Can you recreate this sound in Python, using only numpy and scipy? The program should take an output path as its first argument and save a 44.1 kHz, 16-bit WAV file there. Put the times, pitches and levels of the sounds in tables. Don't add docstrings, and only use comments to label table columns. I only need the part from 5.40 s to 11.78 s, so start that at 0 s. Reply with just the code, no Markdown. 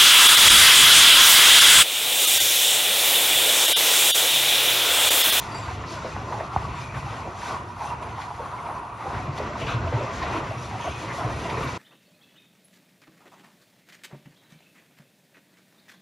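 import sys
import numpy as np
from scipy import signal
from scipy.fft import rfft, irfft, next_fast_len
from scipy.io import wavfile
from scipy.ndimage import uniform_filter1d

SR = 44100
rng = np.random.default_rng(int(sys.argv[2]) if len(sys.argv) > 2 else 0)


def to_wav(s):
    ch = np.atleast_2d(s).T
    pcm = np.round(np.clip(ch, -1, 1) * 32767)
    wavfile.write(sys.argv[1], SR, pcm.astype(np.int16))


def convert_level_to_amplitude(level_db):
    exponent = np.asarray(level_db, float) / 20
    return 10 ** exponent


N = 281259
TIME = np.arange(N) / SR
SIZE = next_fast_len(N)
HZ = np.arange(SIZE // 2 + 1) * SR / SIZE + 1e-3


def at_level(x, db):
    return x * convert_level_to_amplitude(db) / np.sqrt(np.mean(x ** 2))


def along(table, column=1):
    table = np.array(table)
    return np.interp(np.log(HZ), np.log(table[:, 0]), table[:, column])


def shape(x, gain):
    return irfft(rfft(x, SIZE) * gain, SIZE)[:N]


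def resonance(hz, width_hz, at):
    return 1 / (1 + 1j * (at - hz ** 2 / at) / width_hz)


def walk(rate_hz):
    hold = int(SR / rate_hz)
    steps = np.repeat(rng.standard_normal(N // hold + 1), hold)
    slow = uniform_filter1d(uniform_filter1d(steps, hold), hold)[:N]
    return slow / slow.std()


def add(out, s, sound):
    i = int(s * SR)
    out[i:i + len(sound)] += sound[:len(out) - i]


def pings(count, lowest_hz, octaves, t60=0.1, spread_db=2):
    out, t = np.zeros(SIZE), np.arange(3000) / SR
    fade = (1 - np.exp(-t / 0.00072)) * convert_level_to_amplitude(-60 * t / t60)
    for when, pitch, size in rng.random((count, 3)):
        hz = lowest_hz * 2 ** (octaves * pitch)
        loudness = convert_level_to_amplitude(-spread_db * np.log(size + 0.039))
        add(out, when * N / SR, loudness * fade * np.sin(2 * np.pi * hz * t))
    return out


def swells(table):
    out = np.zeros((len(table[0]) - 2, N))
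    for s, length, *db in table:
        span = slice(max(int((s - length / 2) * SR), 0), int((s + length / 2) * SR))
        out[:, span] += np.outer(db, np.cos(np.pi * (TIME[span] - s) / length) ** 2)
    return out


# t/s, level/dB
WEIGHT = [(0.0, -0.2), (.58, 3), (1.16, -1.04), (1.74, -0.56), (2.32, -2.5), (2.9, -1.6), (3.48, -4),
          (4.06, 2.5), (4.64, 4), (5.22, 2), (5.8, 0.2), (6.38, 4)]
FOLLOWS = [1.17, 1.7, 0.19, 1.5, 1.23, -0.55]
# middle t/s, length/s, swell level/dB
BOOMS = [(.15, .13, -1), (.3, 0.12, -5), (.4, 0.15, 3), (.85, .4, 1), (1.11, 0.067, -6), (1.26, 0.29, 7.5),
         (1.59, 0.37, 5), (1.85, 0.28, 3), (2.19, 0.2, 5.5), (2.51, 0.14, 2.5), (3.6, 0.15, -6),
         (3.79, 0.34, 6), (3.9, .18, 5), (4.24, .12, 6), (4.38, 0.064, -1), (4.42, 0.32, 7),
         (4.56, 0.11, 6), (5.08, .4, 1), (4.6, .06, -4), (5.5, 0.087, 5), (5.91, 0.26, 3.5)]
# middle t/s, length/s, deck swell level/dB, rail swell level/dB
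ROUGH_RAIL = [(0.11, 0.26, 1.5, 2.5), (0.37, 0.089, -1, -5), (0.66, 0.067, 1, 4), (0.83, 0.11, 3.5, -1),
              (0.96, 0.41, 10, 5), (1.23, 0.3, 6.5, 6), (1.56, 0.092, 6.5, 5), (1.74, 0.12, 6, 2.0),
              (1.88, 0.12, 12, 0.5), (2.12, 0.3, 10, 9), (2.48, 0.38, 3, 3), (2.65, 0.17, 4, 1.5),
              (2.84, 0.17, -2, 4), (3.03, 0.26, 4.5, 7), (3.33, 0.57, 7, 6.5), (3.71, 0.39, 11, 10),
              (3.88, 0.15, 3, 2), (4.01, 0.1, 5, 2), (4.24, 0.7, 5, 3), (4.58, 0.46, 3, 5),
              (4.96, 0.41, 5, 9), (5.48, 0.13, 8.5, 4.5), (5.84, 0.39, 9, 7.5), (5.98, 0.35, 3.5, -3),
              (6.18, 0.34, 8.5, 3.5), (.73, 0.089, -4, -7), (2.365, 0.072, -2, -2), (2.965, 0.075, -6, -5),
              (3.57, .08, -5.5, -2), (4.5, 0.068, -7, -7), (2.27, .16, 4, 0), (5.64, .2, 4, 0),
              (3.2, .12, -4, 0), (5.77, 0.075, -5, -4)]
# middle t/s, length/s, scrape swell level/dB, hiss swell level/dB
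FLANGE_RUBS = [(0.17, 0.65, 4, 7), (0.54, 0.15, 3.0, 10), (0.99, 0.35, 2.5, 4.5), (1.18, 0.29, 3.5, 3),
               (1.36, 0.44, 5.5, 5), (1.57, 0.16, 4.5, 8), (1.76, 0.51, 4, 4), (2.08, 0.31, 10.5, 9),
               (2.47, 0.33, 6, 8.5), (2.63, 0.046, 1.5, 8), (2.82, 0.15, 5.5, 6), (3.03, 0.42, 2.0, 7),
               (3.29, 0.41, 1.5, 6.5), (3.63, 0.17, 3.5, 5.5), (3.78, 0.29, 4.5, 5), (3.98, 0.048, 6.5, 12),
               (4.208, 0.1, 6.5, 12), (4.31, 0.17, 6.5, 9), (4.58, 0.12, 1.5, 3), (4.83, 0.24, 5, 5),
               (4.96, 0.15, 5.5, 11), (5.16, 0.44, 2, 10), (5.47, 0.41, 4, 10.5), (5.73, 0.36, 6, 11),
               (6.0, 0.45, 4.5, 11), (6.23, 0.39, 4.5, 11)]
# middle t/s, length/s, scrape level/dB, hiss level/dB
FLANGE_LIFTS = [
    (1.1, 0.074, -5, -4),
    (2.3, 0.15, -0.5, -1.5),
    (2.58, 0.1, -3, -9),
    (3.553, .12, -2.5, 3),
    (3.902, 0.13, -1, -9),
    (4.107, 0.16, -2, -10),
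    (4.44, 0.24, -2, -5),
]


def shaking():
    girders, = swells(BOOMS)
    deck, rail = swells(ROUGH_RAIL)
    scrape, hiss = swells(FLANGE_RUBS + FLANGE_LIFTS)
    discs = 0.26 * rail + 0.88 * scrape
    weight_db = np.interp(TIME, *np.transpose(WEIGHT))
    return np.array([girders, deck, rail, discs, scrape, hiss]) + np.outer(FOLLOWS, weight_db)


PART_HZ = [120, 560, 930, 2200]
# f/Hz, level/dB
ROLLING_COLOUR = [(15, -41), (25, -25.5), (59, -1), (117, -0.5), (178, -6.5), (269, -8), (331, -6),
                  (468, -9), (833, -9.5), (957, -4), (1480, -13.5), (1700, -19), (2410, -22.5),
                  (6200, -36.5), (8060, -49), (13600, -120)]
# f/Hz, width/Hz, level/dB
RINGING = [
    (118, 31, -3),
    (700, 17.5, -1.5),
    (1000, 22, -27),
    (1150, 44, -11.5),
    (1950, 127, -1),
    (2420, 160, -4),
    (2690, 180, -2.5),
]
# f/Hz, width/Hz, depth 0-1
WATER_DIP = (1650, 99, 0.38)


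def rolling(drive_db, ping_db=-15, shared_db=0.81, own_db=1.17, depth=0.89):
    mean_db = 10 * np.log10(np.mean(10 ** (drive_db / 10), axis=1, keepdims=True))
    swing = depth * (drive_db - mean_db)
    grain = rng.standard_normal(SIZE) + convert_level_to_amplitude(ping_db) * pings(count=900, lowest_hz=600, octaves=2.3)
    modes = sum(convert_level_to_amplitude(db) * np.abs(resonance(hz, width, HZ)) for hz, width, db in RINGING)
    dip_hz, dip_width_hz, dip_depth = WATER_DIP
    mirror = 1 - dip_depth * np.abs(resonance(dip_hz, dip_width_hz, HZ)) ** 2
    rough = rfft(grain) * convert_level_to_amplitude(along(ROLLING_COLOUR)) * (1 + modes) * mirror
    out, shared = 0, walk(10)
    for hz in 25 * 2 ** (np.arange(23) / 3):
        slot = np.cos(np.pi / 2 * np.clip(3 * np.log2(HZ / hz), -1, 1)) ** 2
        nearness = [np.interp(np.log(hz), np.log(PART_HZ), part) for part in np.eye(len(PART_HZ))]
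        band_db = nearness @ swing + shared_db * shared + own_db * walk(18)
        out = out + irfft(rough * slot, SIZE)[:N] * convert_level_to_amplitude(band_db)
    return at_level(out, -32.5)


# f/Hz, level/dB
SCRAPE_COLOUR = [(2500, -14.5), (3300, -2.5), (4500, -3), (6000, -4.5), (7500, -5.5), (8200, -11.5),
                 (9000, -31)]
# f/Hz, level/dB
HISS_COLOUR = [(6000, -24.5), (7500, -16), (8500, -2), (9500, -4), (11000, -12), (13000, -28), (14000, -43),
               (14600, -55), (15300, -66)]


def sliding(drive_db, ping_db=-11, scrape_db=-54, hiss_db=-67):
    ringing = pings(count=1500, lowest_hz=2995, octaves=2.2)[:N]
    grain = rng.standard_normal(N) + convert_level_to_amplitude(ping_db) * ringing
    flutter = convert_level_to_amplitude(1.04 * walk(30) + 1.2 * walk(15))
    scrape = at_level(shape(grain, convert_level_to_amplitude(along(SCRAPE_COLOUR))), scrape_db)
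    hiss = at_level(shape(grain, convert_level_to_amplitude(along(HISS_COLOUR))), hiss_db)
    return flutter * np.sum([scrape, hiss] * convert_level_to_amplitude(drive_db), axis=0)


# t/s, length/s, f/Hz, width/Hz, level/dB
SQUEALS = [(.112, 0.051, 4680, 30, -46), (.14, .09, 4705, 25, -42.5), (.2, .11, 4660, 35, -50),
           (.11, .05, 3400, 60, -53), (.11, .12, 6546, 60, -62), (.138, 0.05, 7420, 60, -45),
           (0.17, 0.068, 7350, 60, -47), (.106, .03, 9010, 43, -49), (.138, .025, 9000, 70, -50),
           (0.18, .045, 9010, 70, -54), (0.15, .05, 10700, 60, -57), (1.627, .05, 11600, 80, -86),
           (2.617, 0.1, 10050, 80, -65), (5.17, 0.16, 5710, 44, -57.5), (5.38, 0.31, 6400, 40, -52),
           (5.49, 0.18, 2510, 53, -45), (6.8, 0.17, 2360, 54, -45), (5.67, 0.15, 2100, 70, -46),
           (5.98, .1, 4620, 70, -55), (6.03, .09, 2800, 70, -48), (6.23, 0.15, 2300, 80, -46),
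           (5.3, .3, 2975, 66, -58), (5.3, 0.33, 2000, 94, -62), (5.4, 0.3, 2900, 940, -44.5),
           (1.4, 0.33, 2400, 200, -47.5), (2.462, 0.11, 2720, 150, -48), (3.178, 0.037, 2130, 200, -43),
           (0.001, .09, 3500, 700, -48), (4.4, 0.24, 1500, 320, -44.5), (5.68, 0.071, 1800, 330, -38),
           (4.2, 0.07, 2650, 810, -35), (4.26, 0.15, 2600, 540, -38.5), (4.27, 0.12, 3600, 950, -40.5),
           (4.27, 0.12, 1400, 330, -34), (5.6, 0.045, 1600, 200, -47), (.46, 0.2, 4600, 1700, -47.5),
           (6.198, 0.074, 11320, 50, -56)]


def squeals(edge_s=.015, steady_hz=32, sag_per_s=.03):
    out = np.zeros(N)
    for s, length, hz, width_hz, db in SQUEALS:
        t = np.arange(int(length * SR)) / SR
        span = int(SR / width_hz / 1.6)
        noise = rng.standard_normal((2, 16384))
        slip = uniform_filter1d(uniform_filter1d(noise, span), span)[:, :len(t)] * span ** .5
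        gate = np.clip(np.minimum(t / edge_s, 1.3 * (1 - t / length)), 0, 1)
        phase = 2 * np.pi * hz * (t - sag_per_s * t ** 2 / 2)
        tone = (steady_hz / width_hz + slip[0]) * np.sin(phase) + slip[1] * np.cos(phase)
        add(out, s, gate * at_level(tone, db))
    return out


def single_modes(table, rise_s, t60, gain_db):
    out, t = np.zeros(N), np.arange(6000) / SR
    fade = (1 - np.exp(-t / rise_s)) ** 2 * convert_level_to_amplitude(-60 * t / t60)
    for s, db, hz in table:
        tone = fade / fade.max() * np.sin(2 * np.pi * hz * t)
        add(out, s - 2.4 * rise_s, convert_level_to_amplitude(db + gain_db) * tone)
    return out


# loudest t/s, peak level/dB, f/Hz
CLANKS = [(0.102, -38.5, 900), (0.314, -36.5, 734), (0.353, -40, 730), (0.482, -40, 1010),
          (0.521, -36.5, 344), (0.537, -35.5, 975), (0.564, -37, 620), (0.579, -38, 1435),
          (0.886, -35, 1025), (1.009, -29, 650), (1.253, -32, 1130), (1.374, -37.5, 970), (1.672, -36, 800),
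          (2.035, -31, 967), (2.064, -37.5, 1540), (2.1, -39, 1500), (2.302, -37.5, 970), (2.448, -33, 820),
          (2.523, -30, 971), (2.627, -36, 983), (2.881, -34.5, 983), (2.998, -32, 930),
          (3.141, -31.5, 1003), (3.261, -32, 946), (3.288, -34.5, 950), (3.364, -34, 1025),
          (3.67, -31, 803), (3.804, -37, 733), (3.863, -38, 1050), (4.108, -33, 600), (4.135, -40, 1530),
          (4.158, -32, 956), (4.22, -33, 657), (4.237, -40, 2650), (4.295, -37, 650), (4.325, -34.5, 1110),
          (4.391, -38, 1460), (4.475, -37, 1027), (4.475, -29.5, 666), (4.572, -30.5, 930),
          (4.638, -32, 550), (4.705, -35, 1010), (4.824, -31.5, 1060), (4.828, -36, 1860),
          (5.154, -37, 1133), (5.356, -32.5, 750), (5.406, -31.5, 954), (5.475, -28, 723), (5.5, -42, 2330),
          (5.742, -36, 557), (5.744, -37, 1165), (5.931, -42.5, 1910), (5.992, -37, 1013),
          (6.055, -34, 670), (6.06, -33, 990), (6.106, -40, 2390), (6.115, -31.5, 390), (6.175, -42, 1840),
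          (6.232, -34, 1154), (6.257, -32, 1064)]


def clanks():
    return single_modes(CLANKS, rise_s=.003, t60=.075, gain_db=4.04)


def blows(table, sharp, rise_s, gain_db, strike=1.4):
    out, t = np.zeros(N), np.arange(16384) / SR
    at = np.arange(len(t) // 2 + 1) * SR / len(t) + 1e-3
    for s, db, hz, t60 in table:
        fade = (1 - np.exp(-t / rise_s)) * convert_level_to_amplitude(-60 * t / np.clip(t60, .02, .4))
        chatter = rng.standard_normal(len(t)) * fade
        chatter[int(rise_s * SR)] += strike * np.sqrt(SR / hz)
        burst = irfft(rfft(chatter) * resonance(hz, hz / sharp, at) ** 2)
        add(out, s, burst * convert_level_to_amplitude(db + gain_db) / np.abs(burst).max())
    return out


# t/s, peak level/dB, f/Hz, t60/s
KNOCKS = [(0.145, -23, 920, 0.16), (0.281, -20, 970, 0.088), (0.433, -25.5, 1040, 0.2),
          (0.644, -19.5, 550, 0.15), (0.763, -19.5, 910, 0.082), (0.923, -16, 840, 0.09),
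          (1.007, -20, 647, 0.1), (1.135, -22, 883, 0.13), (1.568, -22, 993, 0.13), (1.627, -24, 1020, .08),
          (1.784, -27, 966, .1), (2.019, -27, 1040, .15), (2.104, -22, 990, .1), (2.43, -25, 764, 0.11),
          (2.623, -23, 1010, 0.11), (3.055, -21, 1020, .08), (3.121, -22, 1100, 0.11),
          (3.285, -20, 804, .15), (3.36, -22, 1010, 0.19), (3.43, -25, 750, .1), (3.606, -23, 964, .15),
          (4.898, -21, 660, .1), (4.938, -18, 980, .1), (5.441, -21, 966, .08), (5.34, -22, 730, 0.17),
          (4.97, -21, 343, 0.19), (5.8, -19, 974, 0.17), (5.895, -26, 900, .1), (6.289, -18, 958, .1),
          (1.872, -18, 710, 0.032), (2.135, -22, 1060, 0.12), (2.407, -15.5, 885, 0.23),
          (2.508, -18.5, 920, 0.29), (2.774, -20.5, 890, 0.28), (2.903, -19.5, 890, 0.14),
          (2.995, -21.5, 533, 0.19), (3.655, -25, 477, 0.15), (3.748, -19.5, 1150, 0.16),
          (3.996, -18, 550, 0.11), (4.154, -19, 970, 0.084), (4.459, -20, 660, 0.092),
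          (4.524, -16.5, 550, 0.17), (4.57, -22, 370, 0.2), (4.606, -15.5, 600, 0.045),
          (4.83, -19.5, 700, 0.25), (4.947, -19, 318, 0.22), (5.107, -20, 724, 0.13),
          (5.31, -22, 834, 0.27), (5.47, -18, 700, 0.1), (5.808, -17.5, 850, 0.15),
          (6.051, -25, 680, 0.056), (6.174, -19.5, 490, 0.22), (6.24, -20, 251, .2)]


def knocks():
    return blows(KNOCKS, sharp=3.03, rise_s=0.00168, gain_db=-5.5)


# t/s, peak level/dB, f/Hz, t60/s
THUMPS = [(0.266, -22.5, 81.5, 0.39), (0.39, -21, 90, 0.2), (0.928, -22.5, 107, 0.3),
          (1.284, -23, 109, 0.29), (1.344, -22, 128, 0.45), (1.637, -29, 115, 0.55), (2.151, -28, 130, 0.3),
          (3.754, -21, 98, 0.23), (3.875, -15, 131, 0.2), (4.018, -33, 67, 0.17), (4.224, -24, 96, 0.27),
          (4.34, -25, 114, 0.2), (4.438, -22, 89.5, 0.18), (4.536, -21, 124, 0.16), (5.051, -32, 115, 0.33),
          (5.473, -26, 70, 0.16), (5.632, -33, 111, 0.42), (5.84, -15.5, 125, 0.43), (5.931, -22, 79, 0.3),
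          (6.122, -21, 110, 0.26)]


def thumps():
    return blows(THUMPS, sharp=4.3, rise_s=0.0032, gain_db=-9.0)


# t/s, peak level/dB, f/Hz, t60/s
RATTLES = [(0.2942, -28, 2150, 0.2), (0.4354, -24, 1760, 0.093), (0.9993, -23, 1760, 0.13),
           (1.5434, -27, 1930, 0.13), (1.73, -36, 2080, 0.21), (2.0163, -25, 1710, 0.088),
           (0.9203, -27, 1900, .08), (1.1722, -24, 1890, .08), (2.0911, -30, 1840, .1),
           (2.4044, -29, 1990, .1), (2.7786, -34, 1910, 0.074), (2.816, -25, 1840, .1),
           (2.81, -32, 3800, .12), (4.0726, -29, 1890, .06), (4.8264, -26, 3800, .1),
           (4.9402, -30, 1870, .08), (5.455, -27, 2330, .1), (5.8925, -29, 2340, 0.11),
           (6.097, -26, 4000, 0.088), (6.1714, -32, 1800, .08), (6.2302, -26, 2690, .1),
           (3.983, -31, 4500, .06), (4.27, -25, 1400, .15), (2.6247, -31, 2350, 0.075),
           (2.6903, -31, 2630, 0.14), (3.6428, -37, 1870, 0.085), (3.7404, -29, 2090, 0.12),
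           (3.7658, -26.5, 1900, 0.15), (3.9814, -36, 2050, 0.14), (4.132, -24, 1730, 0.057),
           (4.2667, -25, 2770, 0.091), (3.262, -31, 2060, 0.12), (4.4747, -27, 2570, 0.12),
           (4.5283, -24, 1980, 0.12), (4.8243, -23, 1860, 0.08), (5.0689, -24, 1890, 0.065),
           (5.3098, -32, 1910, 0.1), (5.3817, -30, 1950, 0.12), (5.522, -29, 2500, 0.087),
           (5.672, -27, 2310, 0.36), (5.8007, -31, 1700, 0.12), (6.0975, -20.5, 2370, 0.14)]


def rattles():
    return blows(RATTLES, sharp=2.07, rise_s=0.00156, gain_db=-6.0)


# delay t/s, f/Hz, level/dB, t60/s, pitch lift at the start
SLAM = [
    (0, 690, -8.5, .035, .4),
    (.002, 68, -18, .14, 4),
]
# delay t/s, contact/s, f/Hz, level/dB
CRACK = (.0019, .0009, 920, -9.6)


def slam(slam_s=1.1616, rise_s=.0016, settle_s=.004):
    out, t = np.zeros(N), np.arange(12000) / SR
    swell = (1 - np.exp(-t / rise_s)) ** 3
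    for late, hz, db, t60, lift in SLAM:
        turns = hz * (t + lift * settle_s * (1 - np.exp(-t / settle_s)))
        add(out, slam_s + late, convert_level_to_amplitude(db - 60 * t / t60) * swell * np.sin(2 * np.pi * turns))
    late, contact_s, hz, db = CRACK
    since = t[:200] - late
    crack = np.exp(-(since / contact_s) ** 2) * np.cos(2 * np.pi * hz * since)
    add(out, slam_s, -convert_level_to_amplitude(db) * crack)
    return out


# loudest t/s, peak level/dB, f/Hz
THUDS = [
    (1.568, -29.5, 124),
    (3.806, -28.5, 89),
    (4.28, -29.5, 126),
    (4.357, -22.5, 118),
    (4.452, -24.5, 90),
    (4.503, -28.5, 105),
    (4.551, -20.5, 118),
    (5.103, -29, 109.5),
    (5.347, -32, 112),
    (6.274, -29, 125.4),
]


def thuds():
    return single_modes(THUDS, rise_s=.006, t60=.13, gain_db=2.1)


BANK_LAGS_S = [.0031, .0077, .0131, .0223]


def bank_echo(train, scatter=0.69):
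    delays = [np.exp(-2j * np.pi * HZ * lag) for lag in BANK_LAGS_S]
    all_pass = [(d - scatter) / (1 - scatter * d) for d in delays]
    return shape(train, np.prod(all_pass, axis=0))


def scene():
    drive_db = shaking()
    train = rolling(drive_db[:4]) + sliding(drive_db[4:]) + squeals()
    train = train + clanks() + knocks() + thumps() + rattles() + slam() + thuds()
    echo = bank_echo(train)
    return np.array([train + echo, train - echo])


# f/Hz, lead/turns
LEAD = [(6150, 0), (6300, -.08), (7800, -.5), (8400, -.5), (11000, -1), (12500, -1), (14000, -1.5)]
# f/Hz, left minus right level/dB, bank echo level/dB
WIDTH = [(660, 0, -64), (840, -1.1, -25), (975, -2.5, -12), (1390, 1.5, -7), (1740, -3.5, -3),
         (2100, 1, -9.5), (2900, 1, -15.5), (3520, 1.1, -28), (6000, 1.1, -40), (6600, -2.5, -38),
         (7320, 3, -8), (8080, 1.5, -24), (8260, -1.5, -39), (8620, -1, -9),
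         (10800, 0, -12), (11100, 0, -48), (12300, 0, -38), (13200, 0, -21), (13800, 0, -50)]


def phone_ports(dry):
    direct, echo = (dry[0] + dry[1]) / 2, (dry[0] - dry[1]) / 2
    width = WIDTH
    echo = shape(echo, convert_level_to_amplitude(along(width, column=2)))
    turn = np.exp(1j * np.pi * np.interp(HZ, *np.transpose(LEAD)))
    lean = turn * convert_level_to_amplitude(along(width) / 2)
    return np.array([shape(direct + echo, lean), shape(direct - echo, 1 / lean)])


def low_pass(x):
    return signal.sosfilt(signal.butter(12, 15400, fs=SR, output="sos"), x)


def record(dry):
    ports = phone_ports(dry)
    return low_pass(ports)


dry = scene()
out = record(dry)
to_wav(out)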